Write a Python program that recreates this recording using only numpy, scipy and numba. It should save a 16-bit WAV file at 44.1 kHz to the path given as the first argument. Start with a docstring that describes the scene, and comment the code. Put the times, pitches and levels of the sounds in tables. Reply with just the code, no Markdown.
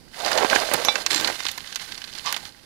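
"""A rusty steel bar is pulled out of dry grass and dragged over the ground, close by, outdoors.
Stalks rustle and snap as it starts to move, then it grinds through soil, knocks on stones and clinks.
Just after one second its edge judders and rasps over a stone. The grinding dies away, leaving
thinner rustle and snaps, until a last short scrape and two knocks at about 2.3 s.
Nearly all of the sound is in the right channel, over faint air and rumble."""
import sys
import numpy as np
from scipy import signal
from scipy.fft import rfft, irfft, next_fast_len
from scipy.io import wavfile
from numba import njit

SR = 44100
rng = np.random.default_rng(int(sys.argv[2]) if len(sys.argv) > 2 else 0)


def file_out(sig):
    """Save sig as 16-bit WAV at sys.argv[1]."""
    # one column per channel
    cols = np.atleast_2d(sig).T
    # limit, then scale
    lim = np.clip(cols, -1, 1)
    pcm = np.round(lim * 32767).astype(np.int16)
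    wavfile.write(sys.argv[1], SR, pcm)


N = 116865
TIME = np.arange(N) / SR
CRUSH_S, CRACK_DB = 0.001, 8   # attack of a contact; its opening spike above the noise tail


def from_db(db):
    """Decibels to gain."""
    return 10 ** (np.asarray(db) / 20)


def rms_one(x):
    """Scale to an rms of one."""
    return x / np.sqrt(np.mean(x ** 2) + 1e-20)


def envelope(curve):
    """Gain over time from rows of time_s, level_db."""
    return from_db(np.interp(TIME, *np.transpose(curve)))


def add(out, start_s, sound):
    """Mix a short sound in at a time."""
    start = int(np.clip(start_s * SR, 0, N - 1))
    out[start:start + len(sound)] += sound[:N - start]


def drift(per_s, size=N):
    """Random modulation that glides to a new value so many times a second."""
    return np.interp(TIME[:size] * per_s, np.arange(1000), rng.standard_normal(1000))


def grains(per_s, spread_db):
    """Random clicks; the further spread_db is from zero, the more their sizes vary."""
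    sizes = from_db(spread_db * np.minimum(rng.exponential(1, N), 4.5)) * rng.choice([-1, 1], N)
    return sizes * (rng.random(N) < per_s / SR)


def colour(x, spectrum):
    """Minimum-phase EQ from rows of frequency_hz, gain_db; the result has an rms of one."""
    size = 2 * next_fast_len(N)
    hz, db = np.transpose(spectrum)
    bin_hz = np.arange(size // 2 + 1) * SR / size
    log_gain = np.log(from_db(np.interp(np.log(bin_hz + 1), np.log(hz), db)))
    cepstrum = irfft(log_gain)
    response = np.exp(2 * rfft(cepstrum[:size // 2], size))
    return rms_one(irfft(rfft(x, size) * response)[:N])


def resonance(x, hz, width_hz):
    """Resonant band-pass with unity gain at its peak."""
    radius = np.exp(-np.pi * width_hz / SR)
    feedback = [1, -2 * radius * np.cos(2 * np.pi * hz / SR), radius ** 2]
    return signal.lfilter(np.array([1, 0, -1]) * (1 - radius ** 2) / 2, feedback, x)


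@njit
def gliding_resonance(x, hz, width_hz):
    """Resonant band-pass with a moving centre."""
    radius = np.exp(-np.pi * width_hz / SR)
    feedback = 2 * radius * np.cos(2 * np.pi * hz / SR)
    y = np.zeros(len(x))
    for i in range(2, len(x)):
        y[i] = x[i] - x[i - 2] + feedback[i] * y[i - 1] - radius ** 2 * y[i - 2]
    return y


# how hard the bar grinds on the soil: time_s, level_db
GRIND_ENVELOPE = [(0.1, -65.5), (0.18, -38), (0.23, -38.5), (0.26, -29), (0.42, -21), (0.478, -37.5),
                  (0.51, -28.5), (0.62, -29), (0.69, -35.5), (0.77, -29), (0.82, -33.5), (0.98, -36),
                  (1.05, -46.5), (1.14, -34), (1.29, -35.5), (1.36, -53.5), (1.65, -66), (2.22, -61.5),
                  (2.29, -43), (2.41, -54.5), (2.55, -68)]
# tone of the crushed grit: frequency_hz, gain_db
GRIT_EQ = [(150, -20), (260, -7.5), (400, -2), (560, 2), (850, 0.5), (1150, -2), (1600, -7.5),
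           (2500, -11.5), (6000, -37.5)]
# glide of the hollow scrape: time_s, pitch_hz
HOLLOW_GLIDE = [(.25, 710), (.33, 630), (.40, 517), (.445, 360), (.51, 667), (.63, 688), (.77, 482),
                (1.0, 564), (1.1, 308), (1.3, 290), (1.5, 830)]
SOIL_GRAINS_PER_S, SOIL_SPREAD_DB, JUDDER_DB = 2900, 3.5, 4
GRIT_DB, HOLLOW_DB = 0.5, -4


def soil():
    """Grit is crushed under the juddering bar, with a hollow resonance that glides as the bar moves."""
    judder = from_db(JUDDER_DB * drift(per_s=90))
    grit = colour(judder * grains(SOIL_GRAINS_PER_S, SOIL_SPREAD_DB), GRIT_EQ)
    hollow = judder * grains(SOIL_GRAINS_PER_S, SOIL_SPREAD_DB)
    pitch_hz = np.interp(TIME, *np.transpose(HOLLOW_GLIDE))
    for _ in range(2):   # two passes for steeper slopes
        hollow = gliding_resonance(hollow, pitch_hz, width_hz=140)
    return envelope(GRIND_ENVELOPE) * (from_db(GRIT_DB) * grit + from_db(HOLLOW_DB) * rms_one(hollow))


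# hits of stones and thick stems on the bar: start_s, thud_db, knock_db, crack_db, tick_db
KNOCK_HITS = [(0.2601, -29.5, -31, -27, -40), (0.3157, -37, -23, -27.5, -35),
              (0.4454, -17, -22, -31, -47.0), (0.4982, -34, -26, -24.5, -41),
              (0.5292, -28, -21.5, -39, -45.0), (0.558, -23.5, -19, -25, -53),
              (0.7133, -26.5, -25, -40, -41), (0.7363, -23, -25.5, -26, -19.5),
              (0.7416, -26.5, -22.5, -27, -29), (0.8479, -31.5, -33, -26.5, -32),
              (0.8845, -32.5, -25.5, -34, -53), (0.9546, -41, -24, -25.5, -55),
              (1.0623, -43, -25, -19, -31.5), (1.274, -34, -25.5, -25, -34.5), (1.2983, -30, -28, -37, -62),
              (1.4022, -41.5, -31, -34, -58), (1.4521, -39.5, -30.5, -29, -54),
              (1.4844, -67, -34, -27.5, -41), (1.5136, -68, -60, -36, -34.5),
              (1.5769, -44.5, -32.5, -35.5, -38), (1.7576, -55, -34, -26.5, -33.5),
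              (2.3247, -45, -28, -27.5, -27), (2.3639, -41.5, -29.5, -30, -38)]
# the thud, knock, crack and tick bands: low_hz, high_hz
KNOCK_BANDS_HZ = [(230, 900), (900, 2500), (2500, 7000), (7000, 15000)]
# trim of each band: gain_db
BAND_TRIMS_DB = [0, 0, 0, -1]
# decay of each band: t60_s
BAND_DECAYS_S = [0.015, 0.039, 0.03, 0.022]


def knocks():
    """Each contact crushes briefly, cracks and dies in a grainy burst whose mids last longest."""
    out, t = np.zeros(N), TIME[:SR // 12]
    bands = [signal.butter(3, edges, "band", fs=SR, output="sos") for edges in KNOCK_BANDS_HZ]
    energy = 0.0079 * SR   # as much as 7.9 ms at an rms of one
    for start_s, *band_db in KNOCK_HITS:
        roughness = from_db(1.5 * drift(per_s=694, size=len(t)))
        burst = rng.standard_normal(len(t)) * roughness * np.minimum(t / CRUSH_S, 1)
        burst[int(CRUSH_S * SR)] = from_db(CRACK_DB)
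        for band, level_db, trim_db, t60_s in zip(bands, band_db, BAND_TRIMS_DB, BAND_DECAYS_S):
            part = signal.sosfilt(band, burst * from_db(-60 * t / t60_s))
            part *= np.sqrt(energy / np.sum(part ** 2))
            add(out, start_s, from_db(level_db + trim_db) * part)
    return out


# modes of the freely ringing bar: pitch_hz
MODE_PITCHES_HZ = [826, 1100, 1570, 2326, 2665, 3540, 3966, 4829, 5604, 6068, 6523, 7452, 9900, 11400]
# ring of each mode: level_db, t60_s
MODE_RINGS = [(0, 0.054), (4.5, 0.027), (-1, 0.019), (-7, 0.21), (-13.5, 0.12), (-10, 0.094), (-9, 0.12),
              (-16, 0.25), (-3.5, 0.085), (-16, 0.21), (-14.5, 0.22), (-14, 0.38), (5, 0.029), (5, 0.04)]
# hard contacts on the steel: start_s, level_db, favoured_hz, rolloff_hz
CLINK_HITS = [(0.5294, -27.5, 1570, 1900), (0.5612, -27.5, 1570, 1900), (.849, -30.5, 6100, 14000),
              (0.885, -19, 3700, 5600), (0.956, -35.5, 2700, 7760), (1.108, -38.5, 7450, 8900),
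              (1.145, -38, 7450, 8600), (1.199, -38, 3600, 7900), (1.7579, -44, 2750, 4500)]
FAVOUR_DB, FAVOUR_OCTAVES = 19, 0.13


def clinks():
    """The bar rings: the place of contact favours modes near one pitch, its hardness sets the top end."""
    out, t = np.zeros(N), TIME[:SR // 3]
    for start_s, level_db, favoured_hz, rolloff_hz in CLINK_HITS:
        for hz, (mode_db, t60_s) in zip(MODE_PITCHES_HZ, MODE_RINGS):
            favour = np.exp(-(np.log2(hz / favoured_hz) / FAVOUR_OCTAVES) ** 2)
            rolloff = 1 / np.sqrt(1 + (hz / rolloff_hz) ** 10)
            ring = np.sin(2 * np.pi * hz * t) * from_db(-60 * t / t60_s) * rng.choice([-1, 1])
            add(out, start_s, rolloff * from_db(level_db + mode_db + FAVOUR_DB * favour) * ring)
    return out


# strokes of the edge over a stone: start_s, length_s, grit_db, ring_db, pitch_hz
RASP_STROKES = [(1.114, 0.12, -32.5, -43, 7500), (2.247, 0.078, -32, -32.5, 1080)]
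# band of the rasp's grit: low_hz, high_hz
RASP_BAND_HZ = [920, 5900]


def rasps():
    """Quick tiny slips of the edge make a broken, gritty scrape and set one resonance singing."""
    out = np.zeros(N)
    band = signal.butter(3, RASP_BAND_HZ, "band", fs=SR, output="sos")
    for start_s, length_s, grit_db, ring_db, pitch_hz in RASP_STROKES:
        progress = np.clip((TIME - start_s) / length_s, 0, 1)
        swell = np.sqrt(np.maximum(np.sin(np.pi * progress), 0))
        catches = grains(per_s=1200, spread_db=-0.5) * from_db(JUDDER_DB * drift(per_s=90))
        grit = bar_body(signal.sosfilt(band, catches))
        ring = resonance(catches, pitch_hz, width_hz=130)
        out += swell * (from_db(grit_db) * rms_one(grit) + from_db(ring_db) * rms_one(ring))
    return out


# a quick stick-slip judder of the edge: start_s, level_db
SLIP_CLICKS = [(1.1051, -10), (1.1097, -7), (1.1165, -10.5), (1.1315, -9.5), (1.1462, -6), (1.161, -8.5),
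               (1.1795, -12), (1.1995, -14), (1.2111, -9)]
# band of the clicks: low_hz, high_hz
CLICK_BAND_HZ = [1500, 7500]
SLIP_T60_S, SLIP_TAIL_DB = 0.011, -3.5


def slips():
    """Each slip of the edge is a hard click with a very short gritty tail."""
    out, t = np.zeros(N), TIME[:SR // 20]
    for start_s, level_db in SLIP_CLICKS:
        click = from_db(SLIP_TAIL_DB - 60 * t / SLIP_T60_S) * rng.standard_normal(len(t))
        click[0] = from_db(CRACK_DB)
        add(out, start_s, from_db(level_db) * click)
    return signal.sosfilt(signal.butter(2, CLICK_BAND_HZ, "band", fs=SR, output="sos"), out)


# resonances of the bar, damped by hand and grass: centre_hz
BODY_CENTRES_HZ = [532, 683, 808, 1570, 1800, 2092, 2980, 3610, 4170, 4790, 5750]
# boost at each resonance: gain_db
BODY_BOOSTS_DB = [1.63, 2.3, 3.8, 6, 2.9, 3.3, 4.9, 6.3, 6.8, 5.8, 1.55]
BODY_Q = 22.3


def bar_body(x):
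    """The bar's damped resonances colour whatever touches it."""
    for hz, boost_db in zip(BODY_CENTRES_HZ, BODY_BOOSTS_DB):
        x = x + (from_db(boost_db) - 1) * resonance(x, hz, hz / BODY_Q)
    return x


# how hard the stalks are swept along: time_s, level_db
SWEEP_ENVELOPE = [(0.1, -60), (0.17, -39), (0.27, -32), (0.4, -30), (0.475, -33), (0.55, -25), (0.69, -33),
                  (0.82, -32), (0.93, -37.5), (1.02, -33), (1.052, -46), (1.094, -36), (1.11, -25),
                  (1.19, -32), (1.32, -33.5), (1.38, -37), (1.47, -35), (1.54, -42), (1.65, -44),
                  (1.78, -44.5), (1.82, -38.5), (2.1, -47.5), (2.16, -41.5), (2.24, -41.5), (2.3, -37),
                  (2.41, -43.5), (2.465, -41), (2.52, -55.5)]
# tone of the dry stalks: frequency_hz, gain_db
STALK_EQ = [(400, -8.5), (1000, -2), (1800, -0.4), (4500, -2.5), (6300, -4.5), (8000, -11), (10500, -13.5),
            (16000, -27)]
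# bright hiss of the leaves: frequency_hz, gain_db
LEAF_EQ = [(1500, -11), (4000, -8), (10500, 1), (16000, -11.5)]
FIBRE_HZ, FIBRE_Q = np.geomspace(1500, 7000, 10), 2.5
RUB_DB, CRACKLE_DB, CRACKLES_PER_S = -2, -5.5, 220
LEAF_DB, LEAF_FADE_DB_PER_S = -18, 0.5   # fewer leaves cling to the bar as it comes free


def stalks():
    """Dry blades rub in clumps of fine grains and single fibres crackle, over a smooth hiss of leaves."""
    clumps = from_db(2.5 * drift(per_s=110))
    rubbing = clumps * grains(per_s=7000, spread_db=0.5)
    per_fibre = CRACKLES_PER_S / len(FIBRE_HZ)
    breaks = sum(resonance(grains(per_fibre, spread_db=4.5), hz, hz / FIBRE_Q) for hz in FIBRE_HZ)
    crackle = signal.fftconvolve(breaks, splinter(t60_s=0.014))[:N]
    rustle = from_db(RUB_DB) * colour(rubbing, STALK_EQ) + from_db(CRACKLE_DB) * colour(crackle, STALK_EQ)
    hiss = from_db(LEAF_DB - LEAF_FADE_DB_PER_S * TIME) * colour(rng.standard_normal(N), LEAF_EQ)
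    sweep = envelope(SWEEP_ENVELOPE)
    return sweep * rustle + sweep ** 0.76 * hiss   # the hiss swings less than the rustle


def splinter(t60_s):
    """A fibre breaks: one crack and a short, dying tear."""
    t = TIME[:SR // 20]
    tear = rng.standard_normal(len(t)) * from_db(-60 * t / t60_s)
    tear[0] = from_db(CRACK_DB)
    return tear


# thin dry stalks snapping: start_s, level_db
STALK_SNAPS = [(0.2007, -16), (0.2476, -13), (0.329, -7.5), (0.3754, -5), (0.382, -5.5), (0.584, -16),
               (1.2449, -4), (1.3536, -15), (1.4649, -7.5), (1.673, -20), (1.7244, -15), (1.7969, -19.5),
               (1.9196, -17.5), (1.9767, -17), (2.0169, -19), (2.0399, -17.5), (2.074, -21.5),
               (2.1266, -21.5), (2.15, -15.5), (2.2593, -9.5), (2.3418, -10.5), (2.4517, -22)]
SNAP_HZ, SNAP_SPREAD_OCTAVES, SNAP_RING_DB, SNAP_TRIM_DB = 4050, 0.41, 4.5, -15.5


def snaps():
    """Single stalks break, each with a pitch of its own and the colour of the rustle."""
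    out = np.zeros(N)
    for start_s, level_db in STALK_SNAPS:
        tear = splinter(t60_s=0.031)
        pitch_hz = SNAP_HZ * 2 ** (SNAP_SPREAD_OCTAVES * rng.standard_normal())
        ring = from_db(SNAP_RING_DB) * resonance(tear, pitch_hz, pitch_hz / FIBRE_Q)
        add(out, start_s + CRUSH_S, from_db(level_db + SNAP_TRIM_DB) * (tear + ring))
    return np.std(out) * colour(out, STALK_EQ)


# soft thumps on the ground: start_s, level_db
GROUND_BUMPS = [(0.553, -43), (0.741, -40), (1.199, -37)]
# their rise time, and their dull tone: frequency_hz, gain_db
BUMP_RISE_S, BUMP_EQ = 0.0088, [(25, -13), (70, -10), (150, 1.5), (900, -21)]


def bumps():
    """Soft, dull low thumps on the ground, like footfalls, each a short swell."""
    swells = np.zeros(N)
    for start_s, level_db in GROUND_BUMPS:
        age = np.maximum(TIME - start_s, 0) / BUMP_RISE_S
        swells += from_db(level_db) * age * np.exp(1 - age)
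    return swells * colour(rng.standard_normal(N), BUMP_EQ)


# bed of outdoor air: frequency_hz, gain_db
AIR_EQ = [(25, -7), (59, -5), (531, -15), (3820, -24), (4740, -10), (7110, -38), (16000, -54)]
# low rumble of movement: frequency_hz, gain_db
RUMBLE_EQ = [(25, -0.5), (240, 1), (500, -9), (1500, -40.5)]
AIR_DB, RUMBLE_DB = -60, -57.5


def background():
    """Faint outdoor air and a low uneven rumble of movement."""
    air = colour(rng.standard_normal(N), AIR_EQ)
    rumble = colour(rng.standard_normal(N) * from_db(3.2 * drift(per_s=21)), RUMBLE_EQ)
    return from_db(AIR_DB) * air + from_db(RUMBLE_DB) * rumble


# noise floor on the left: frequency_hz, gain_db
LEFT_HISS_EQ = [(25, -5), (300, -16), (1000, -22.5), (16000, -32)]
BLEED_DB, SCATTER_DB, SCATTER_T60_S, LEFT_HISS_DB = -38, -54, 0.023, -66.5


def left_bleed(right):
    """The left channel carries only a trace of the right, direct and scattered, over faint hiss."""
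    t = TIME[:SR // 20]
    scatter = rng.standard_normal(len(t)) * from_db(-60 * t / SCATTER_T60_S)
    scattered = signal.fftconvolve(right, scatter / np.linalg.norm(scatter))[:N]
    direct = np.roll(right, 2)   # two samples late
    hiss = colour(rng.standard_normal(N), LEFT_HISS_EQ)
    return from_db(BLEED_DB) * direct + from_db(SCATTER_DB) * scattered + from_db(LEFT_HISS_DB) * hiss


def scene():
    """Contacts coloured by the bar join its ringing, the bumps and the air, panned almost hard right."""
    contacts = bar_body(soil() + stalks() + snaps() + slips() + knocks())
    right = from_db(-3) * contacts + clinks() + rasps() + bumps() + background()
    return from_db(6.5) * np.array([left_bleed(right), right])


def record(dry):
    """Any peak over full scale clips, and a steep low-pass cuts the top."""
    low_pass = signal.cheby2(16, 70, 16400, fs=SR, output="sos")
    return signal.sosfilt(low_pass, np.clip(dry, -1, 1))


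dry = scene()
out = record(dry)
file_out(out)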